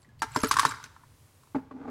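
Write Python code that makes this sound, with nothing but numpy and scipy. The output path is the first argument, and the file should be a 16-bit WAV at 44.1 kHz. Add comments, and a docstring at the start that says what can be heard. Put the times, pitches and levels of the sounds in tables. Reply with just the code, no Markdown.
"""Throughout: low workshop hum and air as shaped noise, its treble drifting; the bench rumbles under the hands.
From the start: faint clinks. A hand drops and stirs small metal parts in a steel pan on a workbench: knocks as
dying modes plus noise cracks, bright clinks as paired sines, dull thuds, a rattle that dies away.
From 1.5 s: a heavy cast block is set down, bumped and dragged: bench and casting modes with gritty noise."""
import sys
import numpy as np
from scipy import signal
from scipy.fft import rfft, irfft
from scipy.io import wavfile
from scipy.ndimage import uniform_filter1d

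SR = 44100
rng = np.random.default_rng(int(sys.argv[2]) if len(sys.argv) > 2 else 0)


def waveform_to_disk(signal):
    """Save audio, clipped to [-1, 1], as 16-bit WAV at the path in sys.argv[1]."""
    frames = np.transpose(np.atleast_2d(signal))
    scaled = np.clip(frames, -1, 1) * 32767
    samples = np.round(scaled).astype(np.int16)
    wavfile.write(sys.argv[1], SR, samples)


N = 83790

# parts striking the pan:
# t/s, level/dB, f/Hz, then re level: boom/dB, ring/dB, crack/dB; crack t60/s
KNOCKS = [(0.22, -20, 877, -15, 0.5, -9.5, 0.081), (0.23, -26, 960, -19, 4.5, -31, 0.06),
          (0.24, -29, 865, -10, -28, -19, 0.071), (0.361, -14, 1003, -13, -9, -13.5, 0.052),
          (0.37, -28.5, 1016, 4.5, 0.5, -12.5, 0.02), (0.436, -18.5, 1225, 2, 0, -13.5, 0.079),
          (0.443, -25, 1657, -3.5, 2.5, -12.5, 0.13), (0.512, -11, 1102, -22.5, -10, -11, 0.085),
          (0.529, -23.5, 1160, -43, -2.5, -14, 0.038), (0.54, -23, 1303, -18.5, -19, -5, 0.034),
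          (0.558, -25.5, 1134, -36, -18.5, -15, 0.065), (0.568, -12, 1069, -27.5, -12.5, -17, 0.07),
          (0.587, -12, 1125, -25.5, -13.5, -16, 0.071), (0.595, -8, 1111, -39.5, -10, -10, 0.046),
          (0.613, -22.5, 1130, -45, -2.5, -14.5, 0.18), (0.623, -30, 1220, -20.5, -14.5, -6, 0.076),
          (0.632, -20, 1100, -18, -3, -16, 0.08), (0.651, -9.5, 1058, -21, -6.5, -16.5, 0.09),
          (0.665, -39.5, 1010, 3, -8, -13, 0.036), (0.679, -42, 1120, 3, -19.5, -11.5, 0.077),
          (0.704, -37, 1250, -26, -11, -8.5, 0.066), (0.711, -27, 1250, -39, -1.5, -9.5, 0.032),
          (0.72, -30, 1480, -15.5, -24.5, -37, 0.06), (0.739, -33, 1420, -21, -19, -22, 0.055),
          (0.744, -41, 1260, -15, -6, -9.5, 0.096), (0.757, -36, 1080, -16, -9, -23, 0.065),
          (0.771, -40, 1530, -18, -16, -17, 0.06), (0.784, -42, 1420, -32, -13, -26, 0.078),
          (0.8, -41, 1390, -27.5, -9, -16.5, 0.06), (0.819, -44, 1130, -25, -14, -15, 0.03),
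          (0.829, -40, 1443, -39, -12, -11, 0.032), (0.841, -38.5, 1490, -17, -19, -7, 0.077),
          (0.859, -47, 1723, -8, -19, -8, 0.038), (0.964, -44, 993, -25.5, -3, -26, 0.079),
          (1.036, -46.5, 974, -19, -9.5, -25, 0.04), (1.435, -54, 1030, -14.5, -8, -9, 0.036),
          (1.473, -55, 991, -19, -6, -24, 0.034)]
# low pan modes: f/Hz, level/dB, t60/s
BOOM_MODES = [(230, -6, .06), (270, 0, .08), (300, -2, .08), (410, -5, .06), (441, -4, .12), (610, -9, .09)]
# higher pan modes: f/Hz, level/dB, t60/s
RING_MODES = [(767, -5, 0.048), (909, 7, 0.062), (1035, -7, 0.18), (1160, 0, 0.072), (1341, 11.5, 0.046),
              (1480, -6.5, 0.037), (1606, 4, 0.064), (1768, 3.5, 0.052), (1773, -2.5, 0.043),
              (2075, -7.5, 0.095), (2308, -4, 0.065), (2905, -23.5, 0.027)]
# impact noise spectrum: f/Hz, level/dB
CRACK_SPECTRUM = [(1060, -21), (1800, -1), (2220, -5), (4620, -3.5), (8060, -9), (9680, -9.5),
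                  (12700, -20.5), (16000, -31)]
# loose part chattering in the pan: t/s, level/dB
RATTLE_LEVEL = [(.22, -51), (.3, -65), (.355, -44.5), (.38, -47), (.43, -45.5), (.47, -41), (.505, -59.5),
                (.53, -45.5), (.563, -50.5), (.6, -40.5), (.65, -37.5), (.7, -45.5), (.76, -51), (.82, -59),
                (.866, -57), (.88, -76), (1.05, -63.5)]
# small parts meeting each other: t/s, level/dB, f/Hz, t60/s before the cap
CLINKS = [(0.001, -70, 10700, 0.27), (.019, -57, 8360, 0.022), (0.027, -61.5, 7530, 0.059),
          (0.03, -56.5, 4420, 0.03), (.047, -62.5, 1930, 0.093), (0.09, -62.5, 1690, 0.17),
          (.192, -60, 4330, .03), (0.199, -53, 4700, 0.061), (0.317, -47.5, 7660, 0.037),
          (0.329, -54, 4230, 0.054), (.347, -38.5, 7400, 0.23), (.362, -34.5, 4980, 0.041),
          (0.372, -32.5, 5260, 0.036), (0.389, -33.5, 6300, 0.018), (0.403, -32.5, 6420, 0.034),
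          (0.433, -25, 10660, 0.012), (.445, -26, 6730, 0.021), (0.47, -37.5, 9800, 0.077),
          (0.47, -43, 11200, 0.063), (0.481, -39, 4210, 0.034), (0.516, -23, 4750, 0.027),
          (.598, -30, 10850, 0.033), (.600, -37, 6120, .05), (0.666, -40, 3900, 0.18),
          (.692, -38, 7500, 0.044), (.695, -45.5, 8340, .08), (0.746, -50, 4960, 0.048),
          (0.839, -44, 4040, 0.022), (.840, -35.5, 6150, 0.014), (0.853, -68, 9790, 0.072),
          (.483, -38.5, 12660, 0.054), (0.417, -34, 11000, 0.022), (0.445, -36, 11600, 0.014),
          (.490, -39, 6140, 0.053), (0.484, -41, 5350, .04), (.491, -37, 4060, 0.019),
          (0.472, -37.5, 7700, 0.035), (0.46, -38.5, 4230, 0.014)]
# heap of small parts shifting: t/s, level/dB
JINGLE_LEVEL = [(.185, -90), (.195, -61), (.215, -83), (.3, -64), (.345, -54.5), (.39, -50), (.43, -49),
                (.47, -53), (.505, -54), (.55, -51), (.62, -56), (.68, -49.5), (.72, -47), (.75, -79),
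                (.82, -70), (.865, -61), (.88, -80), (.95, -84)]
# block landing and bumping on the bench: t/s, level/dB, edge re level/dB, edge f/Hz
THUMPS = [(1.547, -22, -6.5, 600), (1.5532, -26, 0, 870), (1.561, -23, -8, 800), (1.581, -32.5, -4, 815),
          (1.711, -38, 1.5, 1120), (1.746, -42, -14, 702), (1.8, -38, -13, 504), (1.814, -42, -2.5, 1150),
          (1.853, -34.5, -4, 800), (1.881, -32, -8.5, 1525)]
# bench top modes: f/Hz, level/dB, t60/s
BENCH_MODES = [(105, -20, .1), (190, -16, .08), (266, 0, .09), (430, -17, .1)]
# casting modes: f/Hz, level/dB, t60/s
BLOCK_MODES = [(439, 0.5, 0.04), (600, -8.5, 0.067), (800, -2.5, 0.045), (870, 0, 0.03), (1150, -8, 0.025),
               (1540, -9.5, .03), (2220, -25, 0.026)]
# rough contact noise spectrum: f/Hz, level/dB
GRIT_SPECTRUM = [(200, -18), (500, 1.5), (1200, 2), (2300, -13), (3000, -20.5), (5000, -29), (8000, -33.5),
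                 (16000, -68)]
# block sliding: t/s, level/dB, edge re level/dB
DRAG_LEVEL = [(1.585, -70.5, -8), (1.61, -44.5, -13), (1.635, -48, -15), (1.655, -60.5, -14.5),
              (1.7, -69, -9), (1.72, -48, -11.5), (1.77, -42.5, -12), (1.795, -55, -1.5), (1.82, -50, -1.5),
              (1.85, -47, -1.5), (1.9, -42.5, -2.5)]
# dull thuds through the bench: t/s, level/dB, f/Hz, t60/s
THUDS = [(.080, -54, 223, .1), (.361, -34, 130, .08), (.436, -36.5, 142, .08), (.510, -43.5, 50, .1),
         (.592, -43.5, 56, .12), (.650, -35, 140, .12), (.700, -42.5, 113, .15)]
# room decay: f/Hz, t60/s
ROOM_T60 = [(200, 0.99), (1000, .55), (4000, 0.69), (12000, 0.48)]
# workshop noise spectrum: f/Hz, level/dB
SHOP_SPECTRUM = [(15, -44), (25, -42), (92, -1), (161, -17.5), (229, -12), (384, -18), (840, -21.5),
                 (1100, -19), (1330, -24), (10100, -32), (16000, -40)]
# background treble gain: t/s, treble level/dB, further level at the top/dB
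TREBLE_GAIN = [(0, -5, 1), (.18, -6.5, -10), (.9, -2, 2), (1.2, 0, 5.5), (1.52, -1, 5.5), (1.66, -6, -10),
               (1.9, -5, -9)]
# bench rumbling under the hands: t/s, level/dB
RUMBLE_LEVEL = [(0, -65.5), (.33, -50), (.45, -48.5), (.6, -47.5), (.75, -55.5), (.9, -62.5), (1.1, -62),
                (1.4, -67), (1.5, -67), (1.56, -52), (1.62, -57.5), (1.75, -64), (1.9, -61)]
# rumble noise spectrum: f/Hz, level/dB
RUMBLE_SPECTRUM = [(15, -15), (40, -15.5), (90, -0.5), (150, -5.5), (250, -46.5)]

BLOW_N = 12000  # samples per blow
RISE_S, SOFT_RISE_S = 0.0005, 0.0015
KNOCK_RISE_S, KNOCK_T60_S = 0.0018, 0.015
UPPER_RATIO, UPPER_DB = 1.42, -9.5
RATTLE_PER_S, RATTLE_SPREAD_DB = 200, 3.2
CLINK_TICK_DB, CLINK_TICK_T60_S = -5, 0.016
CLINK_FLUTTER_DB, CLINK_MAX_T60_S = 4.5, 0.2
PAIR_RATIO, PAIR_DB = 1.013, -4.5
JINGLE_PER_S, JINGLE_SPREAD_DB, JINGLE_T60_S = 4000, 3, 0.011
JINGLE_LOW_HZ, JINGLE_HIGH_HZ, JINGLE_TILT_DB_PER_OCT = 2000, 15800, -2
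EDGE_T60_S = 0.037
GRIT_DB, GRIT_T60_S = -8.5, 0.08
DRAG_PER_S, DRAG_SPREAD_DB, DRAG_GRIT_T60_S = 400, 2, 0.037
ROOM_DB, ROOM_FROM_HZ = -15.5, 650
SHOP_DB, TREBLE_FROM_HZ, TOP_FROM_HZ = -63, 2015, 7300
BAND_LIMIT_HZ = 16200


def pan():
    """Each blow wakes the pan's hollow tock, boom and ring plus a noise crack; a loose part chatters between."""
    out, t = np.zeros(N), np.arange(BLOW_N) / SR
    for s, db, hz, boom_db, ring_db, crack_db, t60 in KNOCKS:
        boom = amp(boom_db) * peaked(ring(BOOM_MODES, 0.00089, 1.2))
        ringing = amp(ring_db) * peaked(ring(RING_MODES))
        crack = coloured([(1000, -28)] + CRACK_SPECTRUM, BLOW_N)
        crack = crack * amp(crack_db - 60 * t / t60) * np.minimum(t / 0.0012, 1)
        # 1 ms early: the rise takes time
        add(out, s - 0.001, amp(db) * (tock(hz) + boom + ringing + crack))
    tocks = [tock(hz)[:2000] for hz in np.linspace(950, 1500, num=12)]
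    return out + amp(curve(RATTLE_LEVEL)) * grains(RATTLE_PER_S, RATTLE_SPREAD_DB, tocks)


def tock(hz):
    """A few cycles of the hollow pan: two short modes, peak 1."""
    modes = [(hz, 0, KNOCK_T60_S), (UPPER_RATIO * hz, UPPER_DB, KNOCK_T60_S)]
    return peaked(ring(modes, KNOCK_RISE_S, 0.92))


def parts():
    """Clinks ring as close pairs of modes after a noise tick, over a dense jingle of short high rings."""
    return clinks() + jingle()


def clinks():
    """Paired sines beat; neighbours touching the ringing part make its level flutter."""
    out, t = np.zeros(N), np.arange(BLOW_N) / SR
    for s, db, hz, t60 in CLINKS:
        t60 = min(t60, CLINK_MAX_T60_S)
        wander = evened(uniform_filter1d(rng.standard_normal(BLOW_N), size=90))
        flutter = amp(CLINK_FLUTTER_DB * wander)
        pair = ring([(hz, 0, t60), (PAIR_RATIO * hz, PAIR_DB, t60 / 2)], RISE_S, 0)
        tick = coloured([(2000, -37)] + CRACK_SPECTRUM[1:], BLOW_N)
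        tick = tick * amp(CLINK_TICK_DB - 60 * t / CLINK_TICK_T60_S)
        add(out, s, amp(db) * (flutter * pair + tick))
    return out


def jingle():
    """Many small collisions, each waking three randomly chosen high modes, weaker with pitch."""
    pitches = np.geomspace(JINGLE_LOW_HZ, JINGLE_HIGH_HZ, num=90)
    shapes = []
    for _ in range(70):
        modes = [(hz, JINGLE_TILT_DB_PER_OCT * np.log2(hz / 5000), JINGLE_T60_S)
                 for hz in rng.choice(pitches, size=3)]
        shapes.append(ring(modes, 0.00018)[:1000])
    return amp(curve(JINGLE_LEVEL)) * grains(JINGLE_PER_S, JINGLE_SPREAD_DB, shapes)


def block():
    """Thumps ring bench and casting with a gritty puff; sliding is a stream of tiny thumps and grit."""
    return thumps() + drag()


def soft_rise():
    """Gradual onset of the block's rough contact."""
    t = np.arange(BLOW_N) / SR
    return (1 - np.exp(-t / SOFT_RISE_S)) ** 2


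def thumps():
    """Low bench modes, in phase, plus an edge of casting modes and decaying grit."""
    out, t = np.zeros(N), np.arange(BLOW_N) / SR
    for s, db, edge_db, hz in THUMPS:
        casting = peaked(ring(BLOCK_MODES + [(hz, 5, EDGE_T60_S)], SOFT_RISE_S))
        grit = soft_rise() * amp(GRIT_DB - 60 * t / GRIT_T60_S) * coloured(GRIT_SPECTRUM, BLOW_N)
        bench = peaked(ring(BENCH_MODES, 0.0022, 1.3, scatter=0))
        add(out, s - 0.001, amp(db) * (bench + amp(edge_db) * (casting + grit)))
    return out


def drag():
    """Stick and slip as random blows on bench (low) and casting with grit (high)."""
    t = np.arange(BLOW_N) / SR
    bench_shapes = [ring(BENCH_MODES, 0.0012, 0.5) for _ in range(4)]
    edge_shapes = []
    for _ in range(8):
        grit = soft_rise() * amp(-60 * t / DRAG_GRIT_T60_S) * coloured(GRIT_SPECTRUM, BLOW_N)
        edge_shapes.append(0.66 * ring(BLOCK_MODES, SOFT_RISE_S) + grit)
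    low = grains(DRAG_PER_S, DRAG_SPREAD_DB, bench_shapes)
    high = grains(DRAG_PER_S, DRAG_SPREAD_DB, edge_shapes)
    return amp(curve(DRAG_LEVEL)) * (low + amp(curve(DRAG_LEVEL, col=2)) * high)


def thuds():
    """The bench gives: one dying low sine per thud."""
    out = np.zeros(N)
    for s, db, hz, t60 in THUDS:
        add(out, s, amp(db) * peaked(ring([(hz, 0, t60)], 0.0013, 0)))
    return out


def room(x):
    """Reverberation: high-passed input through a unit-energy noise tail, each band dying at its own speed."""
    noise = rng.standard_normal(SR) * (np.arange(SR) > 300)  # 7 ms gap first
    hz, t, bands = signal.stft(noise, SR, nperseg=256)
    decay = amp(-60 * t / read(ROOM_T60, hz)[:, None])
    tail = signal.istft(bands * decay, SR, nperseg=256)[1]
    high_pass = signal.butter(2, ROOM_FROM_HZ, "high", fs=SR, output="sos")
    x = signal.sosfilt(high_pass, x)
    return signal.fftconvolve(x, tail / np.linalg.norm(tail))[:N]


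def shop():
    """Steady air and machine noise with drifting treble, plus low noise as the bench rumbles."""
    air = coloured(SHOP_SPECTRUM, N)
    air = shelf(air, TREBLE_FROM_HZ, curve(TREBLE_GAIN))
    air = shelf(air, TOP_FROM_HZ, curve(TREBLE_GAIN, col=2))
    rumble = coloured(RUMBLE_SPECTRUM, N)
    return amp(SHOP_DB) * air + amp(curve(RUMBLE_LEVEL)) * rumble


def shelf(x, hz, db):
    """Scales what lies above hz by a moving gain."""
    low = signal.sosfiltfilt(signal.butter(2, hz, fs=SR, output="sos"), x)
    return x + (amp(db) - 1) * (x - low)


def ring(modes, rise_s=RISE_S, uneven_db=5.0, scatter=1):
    """Dying sines; each blow lands elsewhere and wakes the modes unevenly; scatter in cycles of phase."""
    t = np.arange(BLOW_N) / SR
    hz, db, t60 = np.transpose(modes)[:, :, None]
    db = db + uneven_db * rng.standard_normal(hz.shape)
    cycles = hz * t + scatter * rng.random(hz.shape)
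    sines = amp(db - 60 * t / t60) * np.sin(2 * np.pi * cycles)
    return (1 - np.exp(-t / rise_s)) ** 2 * sines.sum(0)


def grains(per_s, spread_db, shapes):
    """Sparse random blows, a few large, each sounding one of the shapes; rms 1."""
    size = amp(spread_db * np.minimum(rng.exponential(1, N), 4))
    blows = size * (rng.random(N) < per_s / SR)
    which = rng.integers(0, len(shapes), N)
    out = np.zeros(N)
    for k, shape in enumerate(shapes):
        out += signal.oaconvolve(blows * (which == k), shape)[:N]
    return evened(out)


def coloured(points, size):
    """Noise of rms 1 with the given spectrum."""
    hz = np.fft.rfftfreq(size, 1 / SR)
    spectrum = rfft(rng.standard_normal(size)) * amp(read(points, hz))
    return evened(irfft(spectrum, size))


def amp(db):
    """dB to amplitude factor."""
    return 10 ** (np.asarray(db) / 20)


def evened(x):
    """Scales to rms 1."""
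    return x / np.sqrt(np.mean(x ** 2) + 1e-20)


def peaked(x):
    """Scales to peak 1."""
    return x / abs(x).max()


def read(points, hz):
    """Table value at hz, interpolated over log frequency."""
    f, value = np.transpose(points)
    return np.interp(np.log(hz + 1), np.log(f + 1), value)


def curve(rows, col=1):
    """Table column in dB at every sample; -120 dB outside the table."""
    rows = np.array(rows)
    return np.interp(np.arange(N) / SR, rows[:, 0], rows[:, col], left=-120, right=-120)


def add(mix, s, sound):
    """Adds sound to mix from s seconds, cut at the end."""
    part = mix[round(s * SR):][:len(sound)]
    part += sound[:len(part)]


def scene():
    """Pan, parts and block with their reverberation, over thuds and workshop."""
    near = pan() + parts() + block()
    return (near + amp(ROOM_DB) * room(near) + thuds() + shop())[None]


def record(dry):
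    """Band limit: linear-phase low-pass."""
    low_pass = signal.firwin(255, BAND_LIMIT_HZ, window=("kaiser", 9), fs=SR)
    return signal.oaconvolve(dry, low_pass[None], "same")


dry = scene()
out = record(dry)
waveform_to_disk(out)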